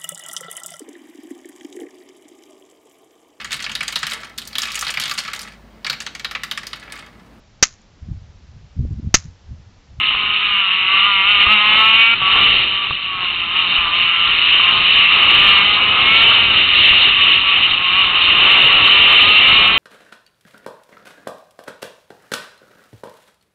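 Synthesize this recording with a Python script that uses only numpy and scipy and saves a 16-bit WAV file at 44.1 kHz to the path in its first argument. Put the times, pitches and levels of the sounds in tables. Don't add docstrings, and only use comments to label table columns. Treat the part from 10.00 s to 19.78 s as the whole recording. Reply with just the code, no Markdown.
import sys
import numpy as np
from scipy import signal
from scipy.fft import rfft, irfft
from scipy.io import wavfile

SR = 44100
rng = np.random.default_rng(int(sys.argv[2]) if len(sys.argv) > 2 else 0)


def convert_level_to_amplitude(level_db):
    exponent = np.asarray(level_db, float) / 20
    return 10 ** exponent


def materialize(psi):
    bounded = np.clip(np.atleast_2d(psi).T, -1, 1)
    quanta = np.round(bounded * 32767).astype(np.int16)
    wavfile.write(sys.argv[1], SR, quanta)


N = 431298

# t/s, f/Hz
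OWN_FIRING_HZ = [(0.0, 211.8), (0.45, 205.8), (0.69, 188.1), (1.2, 192.5), (2.14, 231.4), (2.21, 190.0),
                 (3.0, 191.9), (3.42, 172.4), (4.35, 162.2), (5.1, 172.6), (5.4, 190.9), (6.44, 232.4),
                 (6.64, 204.3), (7.2, 190.8), (7.7, 175.9), (8.4, 176.7), (9.0, 193.4), (9.78, 225.3)]
# t/s, rise/Hz, rise and fall time/s
FLARES_HZ = [(0.55, 4.1, 0.12), (0.94, 5.0, 0.06), (1.07, 11.4, 0.12), (1.31, 10.2, 0.08),
             (1.52, 9.4, 0.06), (2.45, 8.1, 0.12), (2.79, 2.9, 0.15), (3.6, 17.0, 0.12), (3.77, 7.4, 0.1),
             (4.0, 6.3, 0.12), (4.11, 7.0, 0.2), (4.25, 7.1, 0.1), (4.47, 7.6, 0.08), (4.65, 7.8, 0.1),
             (4.76, 8.9, 0.2), (4.96, 6.1, 0.2), (5.15, 10.7, 0.06), (5.33, 6.0, 0.08), (5.43, 7.5, 0.15),
             (5.7, 3.7, 0.12), (6.25, 3.9, 0.2), (6.9, 4.6, 0.2), (7.52, 11.3, 0.2), (7.83, 6.1, 0.08),
             (8.0, 15.1, 0.12), (8.52, 15.9, 0.1), (8.74, 8.1, 0.08), (8.95, 8.0, 0.08), (9.32, 3.0, 0.1),
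             (9.56, 4.8, 0.08)]
# t/s, level/dB
LOAD_DB = [(0, -22), (.75, -17.5), (.92, -17), (1.5, -9), (2.0, -10.5), (2.4, -14), (2.7, -28.5),
           (3.5, -18.5), (3.8, -15.5), (4.4, -17.5), (4.75, -17.5), (5.6, -13.5), (6.3, -17), (6.5, -21),
           (7.1, -25), (7.4, -19.5), (8.5, -14), (9.78, -14)]
# t/s, level/dB, rise and fall time/s
STABS_DB = [(.25, -3, 0.29), (1.95, -3, 0.29), (3.05, -4, 0.18), (6.6, -4, .15), (7.3, 4.5, 0.16),
            (.5, -1.5, 0.089), (1.2, 5, 0.058), (3.2, 3, 0.25), (3.55, -8, 0.14), (4.95, -8.5, 0.084),
            (5.55, 4.5, 0.15), (7.75, -6.5, 0.16), (7.98, 3.5, 0.063), (8.25, -1.5, .12), (8.55, 3.5, .1),
            (9.1, -3, 0.16), (9.4, -2.5, 0.17)]
# order/1, level/dB
OWN_ORDERS_DB = [(1, 3), (2, -2.5), (3, -9), (4, 2.5), (5, -.5), (6, 1), (7, -1.5), (8, -2.5), (10, 0),
                 (13, -2.5), (16, -5.5), (20, -10)]
# offset/dB, share of load swing/1, flare slope/(dB/Hz), firing rate slope/(dB/Hz)
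ORDER_GROUPS = [
    (-1, 1, 0.25, 0.06),
    (-0.36, 0.75, 0.35, 0.135),
    (-2.9, 1, 0.14, 0.24),
    (-3.5, 0.75, 0.47, 0.1043),
]
# f/Hz, level/dB
PIPE_PATH_DB = [(410, -33), (800, -31), (950, -19), (1170, -9), (1370, -13), (1500, -21), (1850, -23),
                (2150, -10), (2530, -5), (2860, 2), (3100, -1.5), (3330, -13), (3650, -11), (4020, -17),
                (4400, -30)]
# t/s, f/Hz
RIVAL_FIRING_HZ = [
    [(.15, 161.8), (.31, 155.7), (.49, 168), (.54, 168.3), (.6, 175), (.83, 180.7), (.91, 189.7),
     (1.15, 195.5)],
    [(4, 146.8), (4.22, 149.3), (4.51, 161), (4.7, 173), (4.84, 182.3), (5, 190.5), (5.46, 215.3),
     (5.7, 223.8)],
]
# t/s, level/dB
RIVAL_FIRST_DB = [(.15, -39), (.3, -29.5), (0.499, -28.5), (0.699, -27), (0.848, -26), (1.001, -23),
                  (1.15, -27.5)]
RIVAL_SECOND_DB = [(4, -36), (4.1, -25.5), (4.298, -28.5), (4.502, -26), (4.754, -34), (5.002, -19.5),
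                   (5.25, -27.5), (5.503, -27), (5.701, -27)]
# order/1, level/dB
RIVAL_ORDERS_DB = [(1, -25.5), (3, -16.5), (4, -5.5), (7, -5.5), (10, 2.1), (14, -4), (17, -11.5), (22, -6)]
# t/s, level/dB
ROAR_DB = [(0, -14), (0.9, -16.5), (1.8, -14), (2.5, -12), (3.0, -17.5), (3.5, -17.5), (4.5, -12),
           (5.4, -11.0), (5.8, -15.5), (6.2, -11), (6.9, -7.5), (7.6, -11.5), (7.85, -14.5), (8.5, -11.5),
           (9.1, -8), (9.78, -14.5)]
# t/s, level/dB, rise and fall time/s
SURGES_DB = [(.25, -1.5, 0.1), (.67, -3, 0.05), (.86, -1, 0.049), (.98, 2.5, 0.13), (1.42, 6.5, 0.037),
             (2.18, -6, 0.19), (3.58, 3, 0.096), (4.98, 1, 0.053), (5.5, 2.5, 0.13), (6.49, -3, 0.086),
             (6.68, -1.5, 0.1), (6.99, -1, 0.062), (7.43, -3.5, 0.05), (8.02, 1, 0.3), (8.41, 2, 0.05),
             (8.73, -2, 0.11), (8.98, -0.5, 0.13), (9.55, 2.5, 0.15)]
# level/dB, shares of roar, wind and load swing/1, slow patchiness/dB, quick patchiness/dB
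ROAR_PARTS = [
    (-28, 0.44, 0.43, 0.39, 1.9, 1.3),
    (-15, 1.44, 0.03, 0.31, 1.11, 0.76),
    (-23.5, 0.46, 0.62, 0.011, 1.77, 2),
]
# f/Hz, level/dB
HOUSING_DB = [(410, -29), (750, -24), (950, -22), (1170, -12), (1370, -16), (1500, -22), (1800, -19.5),
              (2130, -16), (2530, -11), (2860, -3), (3100, -7.5), (3330, -19), (3650, -9.5), (4020, -17),
              (4370, -22.5), (4800, -69.5)]
# t/s, peak level/dB, thud f/Hz, thud level/dB
KNOCKS = [
    (0.148, -15, 61.9, -39),
    (1.468, -9.5, 73.5, -26),
    (2.218, -14, 142.3, -37),
    (2.361, -10, 61.5, -38),
    (2.909, -10.5, 142, -32.5),
    (3.784, -28, 64.3, -31),
    (4.598, -13, 140.3, -43),
    (5.282, -16, 71, -32.5),
    (6.91, -26, 57.7, -27),
    (8.642, -28, 131, -26.5),
]
# t/s, level/dB
WIND_DB = [(0, -44.5), (0.8, -50.5), (1.5, -42), (2.1, -43.5), (2.45, -33.5), (3, -49), (3.5, -42),
           (4.3, -41.5), (5.2, -35.8), (6.2, -35), (7, -34.5), (7.9, -42), (8.6, -32), (9.78, -33.5)]
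# t/s, level/dB, rise and fall time/s
GUSTS_DB = [(.94, 7, .08), (1.47, 2.5, .12), (1.73, 6.5, .16), (2.17, -3, 0.22), (2.45, -4, .08),
            (3.5, -4, 0.2), (4.12, -5, 0.13), (5.08, -9.5, 0.065), (6.22, 4, .12), (6.69, -6.5, .08),
            (7.16, -11, 0.072), (7.42, -6, 0.08)]
# f/Hz, level/(dB per Hz)
BUFFET_SPECTRUM_DB = [(12, -42), (20, -7), (80, -3), (400, -10.5), (520, -36.5), (880, -120)]

MID_LOAD_DB, MID_FIRING_HZ = -18, 195
MID_ROAR_DB, MID_WIND_DB = -13, -40


def own_kart():
    (cruise_hz,), (load_db,) = in_time(OWN_FIRING_HZ), in_time(LOAD_DB)
    flare_hz = swells(FLARES_HZ)
    load_swing_db = load_db + swells(STABS_DB) - MID_LOAD_DB
    groups_db = []
    for offset_db, load_share, flare_db_per_hz, rate_db_per_hz in ORDER_GROUPS:
        group_db = MID_LOAD_DB + offset_db + load_share * load_swing_db
        group_db = group_db + flare_db_per_hz * flare_hz + rate_db_per_hz * (cruise_hz - MID_FIRING_HZ)
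        groups_db.append(group_db)
    low, middle, high, top = groups_db
    order_db = 3 * [middle] + 2 * [low] + 2 * [middle] + 4 * [high] + 9 * [top]
    return buzz(cruise_hz + flare_hz, OWN_ORDERS_DB, order_db, wobble=.002, flutter_db=3)


def buzz(firing_hz, orders, order_db, wobble, flutter_db):
    turns = np.cumsum(firing_hz * (1 + wobble * drift(25))) / SR
    out = np.zeros(N)
    for k, load_db in enumerate(order_db, 1):
        path_db = on_log(PIPE_PATH_DB, k * firing_hz)
        level_db = load_db + on_log(orders, k) + path_db + flutter_db * drift(5)
        out += convert_level_to_amplitude(level_db) * np.sin(2 * np.pi * (k * turns + rng.random()))
    return out, turns


def kart_ahead(firing_table, loudness_table):
    (firing_hz,), (buzz_db,) = in_time(firing_table), in_time(loudness_table)
    t = np.arange(N) / SR
    start_s, end_s = firing_table[0][0], firing_table[-1][0]
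    fade = np.clip(np.minimum(t - start_s, end_s - t) / .1, 0, 1)
    tone, _ = buzz(firing_hz, RIVAL_ORDERS_DB, 22 * [buzz_db + 8], wobble=.0015, flutter_db=3)
    return fade * tone


def roar(turns, puff_depth=.2):
    roar_swing_db = in_time(ROAR_DB)[0] + swells(SURGES_DB) - MID_ROAR_DB
    wind_swing_db = in_time(WIND_DB)[0] + swells(GUSTS_DB) - MID_WIND_DB
    load_swing_db = in_time(LOAD_DB)[0] - MID_LOAD_DB
    swings_db = roar_swing_db, wind_swing_db, load_swing_db
    puff = 1 + puff_depth * np.cos(2 * np.pi * turns)
    bands_hz = [((750, 1720), "band"), ((1726, 3437), "band"), (3437, "high")]
    out = np.zeros(N)
    for (hz, kind), (part_db, *shares, slow_db, quick_db) in zip(bands_hz, ROAR_PARTS):
        noise = passed(puff * rng.standard_normal(N), hz, kind, order=3)
        boxed = rms_one(coloured(noise, HOUSING_DB))
        patchy_db = slow_db * drift(5.3) + quick_db * drift(28.0)
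        out += convert_level_to_amplitude(part_db + np.dot(shares, swings_db) + patchy_db) * boxed
    return out


def knocks(box_hz=1170, box_t60_s=0.03, thud_t60_s=0.1):
    out, t = np.zeros(N), np.arange(SR // 5) / SR
    for s, peak_db, thud_hz, thud_db in KNOCKS:
        ring = convert_level_to_amplitude(peak_db + 0.5 - 60 * t / box_t60_s) * np.sin(2 * np.pi * box_hz * t)
        thud = convert_level_to_amplitude(thud_db + 8.5 - 60 * t / thud_t60_s) * np.sin(2 * np.pi * thud_hz * t)
        out[round(s * SR):][:len(t)] += ring + thud
    return out


def wind(lumpy_db=2.0, gust_share=0.47):
    swing_db, gust_db = in_time(WIND_DB)[0] - MID_WIND_DB, swells(GUSTS_DB)
    buffet_db = -38.5 + 0.79 * (swing_db + gust_share * gust_db) + lumpy_db * drift(6.3)
    buffet = rms_one(coloured(rng.standard_normal(N), BUFFET_SPECTRUM_DB))
    rush_db = -39.5 + 1.39 * (swing_db + gust_db) + 0.66 * drift(13.0)
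    rush = rms_one(passed(rng.standard_normal(N), (280, 950), "band"))
    return convert_level_to_amplitude(buffet_db) * buffet + convert_level_to_amplitude(rush_db) * rush


def in_time(rows):
    s, *columns = np.transpose(rows)
    return [np.interp(np.arange(N) / SR, s, c) for c in columns]


def swells(rows):
    t = np.arange(N) / SR
    return sum(np.interp(t, (s - span, s, s + span), (0, height, 0)) for s, height, span in rows)


def drift(rate_hz):
    r = np.exp(-32 * np.pi * rate_hz / SR)
    slow = signal.lfilter([1], [1, -2 * r, r * r], rng.standard_normal(N // 16 + 3002))[3000:]
    return np.interp(np.arange(N) / 16, np.arange(len(slow)), rms_one(slow))


def rms_one(x):
    return x / np.sqrt(np.mean(x ** 2) + 1e-20)


def on_log(points, at):
    position, level_db = np.transpose(points)
    return np.interp(np.log(at), np.log(position), level_db)


def coloured(x, spectrum):
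    taps = irfft(convert_level_to_amplitude(on_log(spectrum, np.linspace(1, SR / 2, 2049))))
    cepstrum = irfft(np.log(np.abs(rfft(taps)) + 1e-9))
    cepstrum[1:2048] *= 2
    cepstrum[2049:] = 0
    return signal.fftconvolve(x, irfft(np.exp(rfft(cepstrum))))[:N]


def passed(x, hz, kind, order=2):
    return signal.sosfilt(signal.butter(order, hz, kind, fs=SR, output="sos"), x)


def scene():
    tone, turns = own_kart()
    t = np.arange(N) / SR
    firing = np.clip(np.maximum(2.14 - t, t - 2.225) / .01 + 1, .08, 1)
    rival = kart_ahead(RIVAL_FIRING_HZ[0], RIVAL_FIRST_DB) + kart_ahead(RIVAL_FIRING_HZ[1], RIVAL_SECOND_DB)
    return (convert_level_to_amplitude(.3) * firing * tone + rival + roar(turns) + knocks() + wind())[None]


def band_limit(x):
    return signal.sosfilt(signal.butter(12, 15800, fs=SR, output="sos"), x)


def record(dry, input_top=.61, band_edge_hz=4980, output_top=.73):
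    flattened = dry / (1 + np.abs(dry / input_top) ** 8) ** (1 / 8)
    banded = signal.sosfiltfilt(signal.cheby2(8, 35, band_edge_hz, fs=SR, output="sos"), flattened)
    return band_limit(np.clip(banded, -output_top, output_top))


dry = scene()
out = record(dry)
materialize(out)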